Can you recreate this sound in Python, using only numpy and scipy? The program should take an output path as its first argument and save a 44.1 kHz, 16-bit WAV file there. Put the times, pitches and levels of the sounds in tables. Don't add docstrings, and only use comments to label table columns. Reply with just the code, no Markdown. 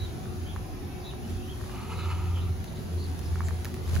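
import sys
import numpy as np
from scipy import signal
from scipy.fft import rfft, irfft, next_fast_len
from scipy.io import wavfile
from scipy.ndimage import uniform_filter1d, map_coordinates

SR = 44100
rng = np.random.default_rng(int(sys.argv[2]) if len(sys.argv) > 2 else 0)


def persist_wave(psi):
    counts = np.round(np.clip(psi, -1, 1) * 32767).astype(np.int16)
    wavfile.write(sys.argv[1], SR, np.atleast_2d(counts).T)


N = 176400

# (frequency [Hz], coherence [0-1])
PORT_COHERENCE = [(40, 0.17), (120, 0.85), (400, 0.38), (800, 0.24), (1400, 0.077), (2500, 0.032),
                  (3800, 0.24), (6500, 0.38), (8500, 1), (15000, 1)]


def goose(widest_s=2.09, sag=.65, echo_gain=.42):
    # (time [s], level [dB])
    breath = [(1.66, -80), (1.70, -52), (1.8, -50), (1.915, -47), (1.937, -42.5), (1.965, -45),
              (2.01, -43.5), (2.07, -42.5), (2.11, -43), (2.165, -48), (2.3, -51), (2.45, -54), (2.56, -73)]
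    # (frequency [Hz], relative level [dB])
    bill_colour = [(200, -50), (450, -43), (750, -12.5), (950, -3.5), (1300, -2.5), (1750, -17.5),
                   (2300, -9.5), (2900, -7.5), (3350, -22), (4200, -16.5), (5500, -26), (9000, -22),
                   (15000, -60)]
    # (frequency when wide open [Hz], level against the hiss [dB])
    bill_resonances = [(930, -8), (1320, -6)]
    t = np.arange(N) / SR
    tuning = 1 - sag * np.minimum((t - widest_s) ** 2, 1)
    phase_per_hz = 2 * np.pi * np.cumsum(tuning) / SR
    rings = np.zeros(N)
    for hz, db in bill_resonances:
        turbulence = wobble(130) + 1j * wobble(130)
        rings += amp(db) * unit(np.real(turbulence * np.exp(1j * hz * phase_per_hz)))
    hissing = (t > breath[0][0]) & (t < breath[-1][0])
    effort = amp(curve(breath) + 2 * wobble(44.97)) * hissing
    jet = effort * stereo_noise(bill_colour, coherence=[(1000, .93), (5000, 1)])
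    delay_s = .002365 * (1 - .1 * (t - 2))
    ground_echo = np.array([np.interp(t - delay_s, t, side) for side in jet])
    return jet + effort * rings + echo_gain * ground_echo


def peep(length_s, hz, rise, fall, rasp, arch=.04, waver_hz=700):
    u = np.linspace(-.5, .5, max(int(length_s * SR), 8))
    waver = map_coordinates(rng.standard_normal(200), [np.arange(len(u)) * waver_hz / SR])
    closing = np.clip(u / .5, 0, 1) ** 4
    pitch = hz * (1 + rise * u - arch * (2 * u) ** 2 - fall * closing + rasp * waver)
    envelope = np.sqrt(2 * np.abs(np.cos(np.pi * u)))
    return envelope * np.sin(2 * np.pi * np.cumsum(pitch) / SR)


def ducklings_and_far_bird(far_bird_db=-60.5, wall_db=-2.5):
    # (time [s], length [s], pitch [Hz], level [dB],
    # rise [share of pitch], closing fall [share of pitch], rasp [share of pitch])
    peeps = [(-.02, .085, 3930, -49, .03, .08, .021), (.46, .075, 3300, -51.5, .08, .22, .04),
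             (.995, .04, 4750, -60.5, -.2, 0, .05), (1.038, .078, 3820, -48.5, 0, .27, .04),
             (1.477, .06, 3260, -50.5, .12, .16, .035), (1.95, .11, 4030, -52.5, -.16, 0, .065),
             (2.335, .078, 3130, -51, -.17, 0, .05), (2.40, .04, 3720, -57, .04, 0, .055),
             (2.67, .023, 4000, -57, -.06, .1, .06), (2.75, .04, 3980, -58.5, .05, 0, .055),
             (2.975, .095, 4280, -52.3, 0, 0, .062), (3.248, .028, 5200, -54, .02, 0, .045),
             (3.435, .045, 7340, -52, -.08, .13, .065)]
    # (time [s], pitch [Hz], rise [share of pitch])
    twitter = [(.905, 2680, 0), (.952, 2680, .06), (1.055, 2670, -.02), (1.092, 2790, .14),
               (1.17, 2690, .04), (1.225, 2950, .04), (1.278, 2680, .07), (1.375, 2660, .04),
               (1.418, 2870, .12)]
    calls = np.zeros(N)
    for s, length_s, hz, db, rise, fall, rasp in peeps:
        add(calls, s, amp(db) * peep(length_s, hz, rise, fall, rasp))
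    for s, hz, rise in twitter:
        add(calls, s, amp(far_bird_db) * peep(length_s=.042, hz=hz, rise=rise, fall=0, rasp=.015))
    return calls + amp(wall_db) * wall(calls)


def twig_ticks(ring_t60_s=.0066, crack_t60_s=.01, ring_band_hz=(750, 2200), wall_db=-8.5):
    # (time [s], relative level [dB], ring pitch [Hz], crack offset [dB])
    ticks = [(.256, -38.5, 1500, -19), (0.562, -28.5, 1090, -12), (.566, -41, 1800, -24),
             (1.136, -38, 1100, -26), (1.612, -36, 1110, -20), (1.639, -38, 1220, -24),
             (1.696, -34, 970, -25), (2.643, -50.5, 4120, 17), (3.192, -38.5, 6500, 4.5),
             (3.357, -31, 1420, -24), (3.4058, -24.5, 1130, -37), (3.417, -38, 1300, -24),
             (3.485, -32, 1820, -2), (3.49, -37, 1240, -23), (3.508, -32, 1140, -21),
             (3.647, -39.5, 3040, 12), (3.654, -30.5, 1780, 3), (3.665, -36, 1240, -26),
             (3.742, -38, 2030, 6.5), (3.768, -39.5, 1210, -24), (3.876, -38.5, 1193, -15),
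             (3.964, -27, 1610, -13)]
    # (frequency [Hz], gain [dB])
    crack_colour = [(500, 0), (4000, 0), (7000, -2), (15000, -5)]
    rings, cracks = np.zeros((2, N))
    t = np.arange(SR // 20) / SR
    ring_envelope = amp(-60 * t / ring_t60_s) * (1 - np.exp(-t / .00012))
    for s, db, hz, crack_db in ticks:
        modes = np.sin(2 * np.pi * hz * t) + .35 * np.sin(2 * np.pi * 1.41 * hz * t)
        add(rings, s, amp(db + 5) * modes * ring_envelope)
        add(cracks, s, rng.standard_normal(len(t)) * amp(db + crack_db - 60 * t / crack_t60_s))
    band = signal.butter(2, ring_band_hz, "bandpass", fs=SR, output="sos")
    direct = signal.sosfilt(band, rings) + filtered(cracks, lambda hz: amp(along(crack_colour, hz)))
    return direct + amp(wall_db) * wall(direct)


def leaf_litter(grain_db=2.5):
    # (time [s], level [dB])
    rustle = [(0, -53), (1.2, -77), (1.3, -49.5), (1.4, -59.5), (1.65, -50.5), (2.2, -63), (3.1, -53.5),
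              (3.47, -52.5), (3.6, -51.5), (3.82, -57), (3.89, -47), (3.96, -40.5), (4, -43.5)]
    # (frequency [Hz], relative level [dB])
    leaf_colour = [(300, 6), (700, 4.5), (1700, -0.5), (3000, -2), (4200, -1), (6000, -4.5), (9000, -3.5),
                   (15000, -13.5)]
    grain = unit(amp(grain_db * wobble(350)))
    return amp(curve(rustle)) * grain * stereo_noise(leaf_colour, PORT_COHERENCE)


def footfall(middle_s=3.975, spread_s=.05, level_db=-35):
    # (frequency [Hz], relative level [dB])
    thud_colour = [(30, -10), (70, 0), (200, 0), (500, -13), (1000, -35)]
    t = np.arange(N) / SR
    envelope = np.exp(-((t - middle_s) / spread_s) ** 2)
    return amp(level_db) * envelope * stereo_noise(thud_colour, PORT_COHERENCE)


def wind_buffet():
    # (time [s], level [dB])
    gusts = [(0, -44), (.3, -39.5), (.6, -50), (1.2, -51), (1.35, -40), (1.6, -50), (2.1, -36.5),
             (2.4, -36.5), (2.7, -47), (3.1, -40), (3.8, -44), (3.95, -31), (4, -31)]
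    # (frequency [Hz], relative level [dB])
    gust_colour = [(20, -24), (35, -8), (60, 7.5), (130, 4), (250, -16), (600, -57)]
    return amp(curve(gusts)) * stereo_noise(gust_colour, coherence=[(80, .24)])


def engine(octave_db=-19, flutter_db=1, rough_db=-10):
    # (time [s], level [dB])
    swells = [(0, -66), (.45, -37), (.8, -54), (1.22, -65), (1.33, -33.5), (1.6, -69), (1.85, -39.5),
              (2.15, -32.5), (2.36, -28.5), (2.6, -32.5), (2.76, -60), (2.98, -28), (3.18, -37),
              (3.33, -29.5), (3.56, -28.5), (3.73, -43), (3.84, -34), (4, -27.5)]
    # (time [s], pitch [Hz])
    pitch = [(0, 86.1), (2.4, 86.78), (3.0, 84.58), (3.4, 84), (4, 84)]
    # (frequency [Hz], relative level [dB])
    rumble_colour = [(40, 1), (65, 25.5), (86, 5), (110, 8), (180, -1.5), (400, -67)]
    phase = 2 * np.pi * np.cumsum(curve(pitch)) / SR
    drone = np.sqrt(2) * (np.sin(phase) + amp(octave_db) * np.sin(2 * phase))
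    drone *= amp(flutter_db * wobble(25))
    rumble = stereo_noise(rumble_colour, coherence=[(80, .56)])
    return amp(curve(swells)) * (drone + amp(rough_db) * rumble)


def fan(flutter_db=3.3, fade_db_per_s=.8):
    # (frequency [Hz], level at 3 s [dB], flutter rate [Hz])
    tones = [(361.2, -52, 13), (379.6, -55, 48), (743.4, -62, 25)]
    t = np.arange(N) / SR
    hum = np.zeros(N)
    for hz, db, flutter_hz in tones:
        tone = np.sin(2 * np.pi * hz * t + wobble(flutter_hz))
        hum += amp(db) * unit(tone * amp(flutter_db * wobble(flutter_hz)))
    return hum * amp(-fade_db_per_s * (t - 3))


def town_air(rumble_db=-37.5, drift_db=.25, fizz_db=-57):
    # (frequency [Hz], relative level [dB])
    town_colour = [(15, -44), (25, -17), (52, -1.5), (91, 0), (143, -8), (240, -9.5), (327, -14),
                   (359, -14.5), (575, -24), (728, -19), (900, -26), (2050, -32), (2600, -33),
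                   (3140, -34.5), (7000, -39), (9100, -75), (15400, -120)]
    # (frequency [Hz], relative level [dB])
    fizz_colour = [(4000, -33), (6500, -1), (7700, -80), (8700, 6.5), (11000, 1), (13500, 2), (15700, -6)]
    rumble = amp(rumble_db + drift_db * wobble(6)) * stereo_noise(town_colour, PORT_COHERENCE)
    fizz = amp(fizz_db) * stereo_noise(fizz_colour, PORT_COHERENCE)
    return patchy(rumble + fizz, depth_db=2.65)


def wall(x, t60_s=.3):
    t = np.arange(SR // 2) / SR
    tail = rng.standard_normal((2, len(t))) * amp(-60 * t / t60_s) * (1 - np.exp(-t / .0009))
    return signal.fftconvolve(x[None], tail / np.linalg.norm(tail[0]), axes=1)[:, :N]


def microphone_ports(x):
    # (frequency [Hz], phase [rad])
    left_lead = [(50, 0), (300, -.3), (650, -.8), (1800, .2), (3000, -1.5), (3800, 0), (5300, -1.6),
                 (6500, 0), (7300, 1.3), (8000, 3), (8900, 3.3), (10500, 6.1), (11500, 6.4), (12800, 9.2),
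                 (14000, 9.6), (15000, 12.4)]
    return filtered(x, lambda hz: np.exp(.5j * along(left_lead, hz) * np.array([[1], [-1]])))


def stereo_noise(colour, coherence):
    def mid_side_gains(hz):
        angle = np.arccos(np.clip(along(coherence, hz), -1, 1)) / 2
        return amp(along(colour, hz)) * [np.cos(angle), np.sin(angle)]
    mid, side = filtered(rng.standard_normal((2, N)), mid_side_gains)
    return unit(np.array([mid + side, mid - side]))


def patchy(x, depth_db):
    spectra = signal.stft(x, nperseg=2048)[2]
    patches = uniform_filter1d(rng.standard_normal(spectra.shape[1:]), size=4, axis=0)
    patches = uniform_filter1d(patches, size=8, axis=1)
    return signal.istft(spectra * amp(depth_db * unit(patches)), nperseg=2048)[1][:, :N]


def amp(db):
    return 10 ** (np.asarray(db) / 20)


def unit(x):
    return x / np.sqrt(np.mean(x ** 2) + 1e-20)


def along(points, hz):
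    knots_hz, values = np.transpose(points)
    return np.interp(np.log(hz + 1), np.log(knots_hz + 1), values)


def curve(points):
    return np.interp(np.arange(N) / SR, *np.transpose(points))


def wobble(rate):
    return map_coordinates(rng.standard_normal(int(N * rate / SR) + 4), [np.arange(N) * rate / SR])


def filtered(x, response):
    size = next_fast_len(N + SR // 2)
    return irfft(rfft(x, size) * response(np.fft.rfftfreq(size, 1 / SR)), size)[..., :N]


def add(track, s, sound):
    at = round(s * SR) + np.arange(len(sound))
    inside = (at >= 0) & (at < N)
    track[at[inside]] += sound[inside]


def scene(pan_db=.55):
    birds_and_twigs = (goose() + twig_ticks() + ducklings_and_far_bird()) * amp([[-pan_db], [pan_db]])
    background = town_air() + engine() + fan() + leaf_litter() + wind_buffet() + footfall()
    return microphone_ports(birds_and_twigs + background)


def record(dry, top_hz=15800):
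    return filtered(dry, lambda hz: hz < top_hz)


dry = scene()
out = record(dry)
persist_wave(out)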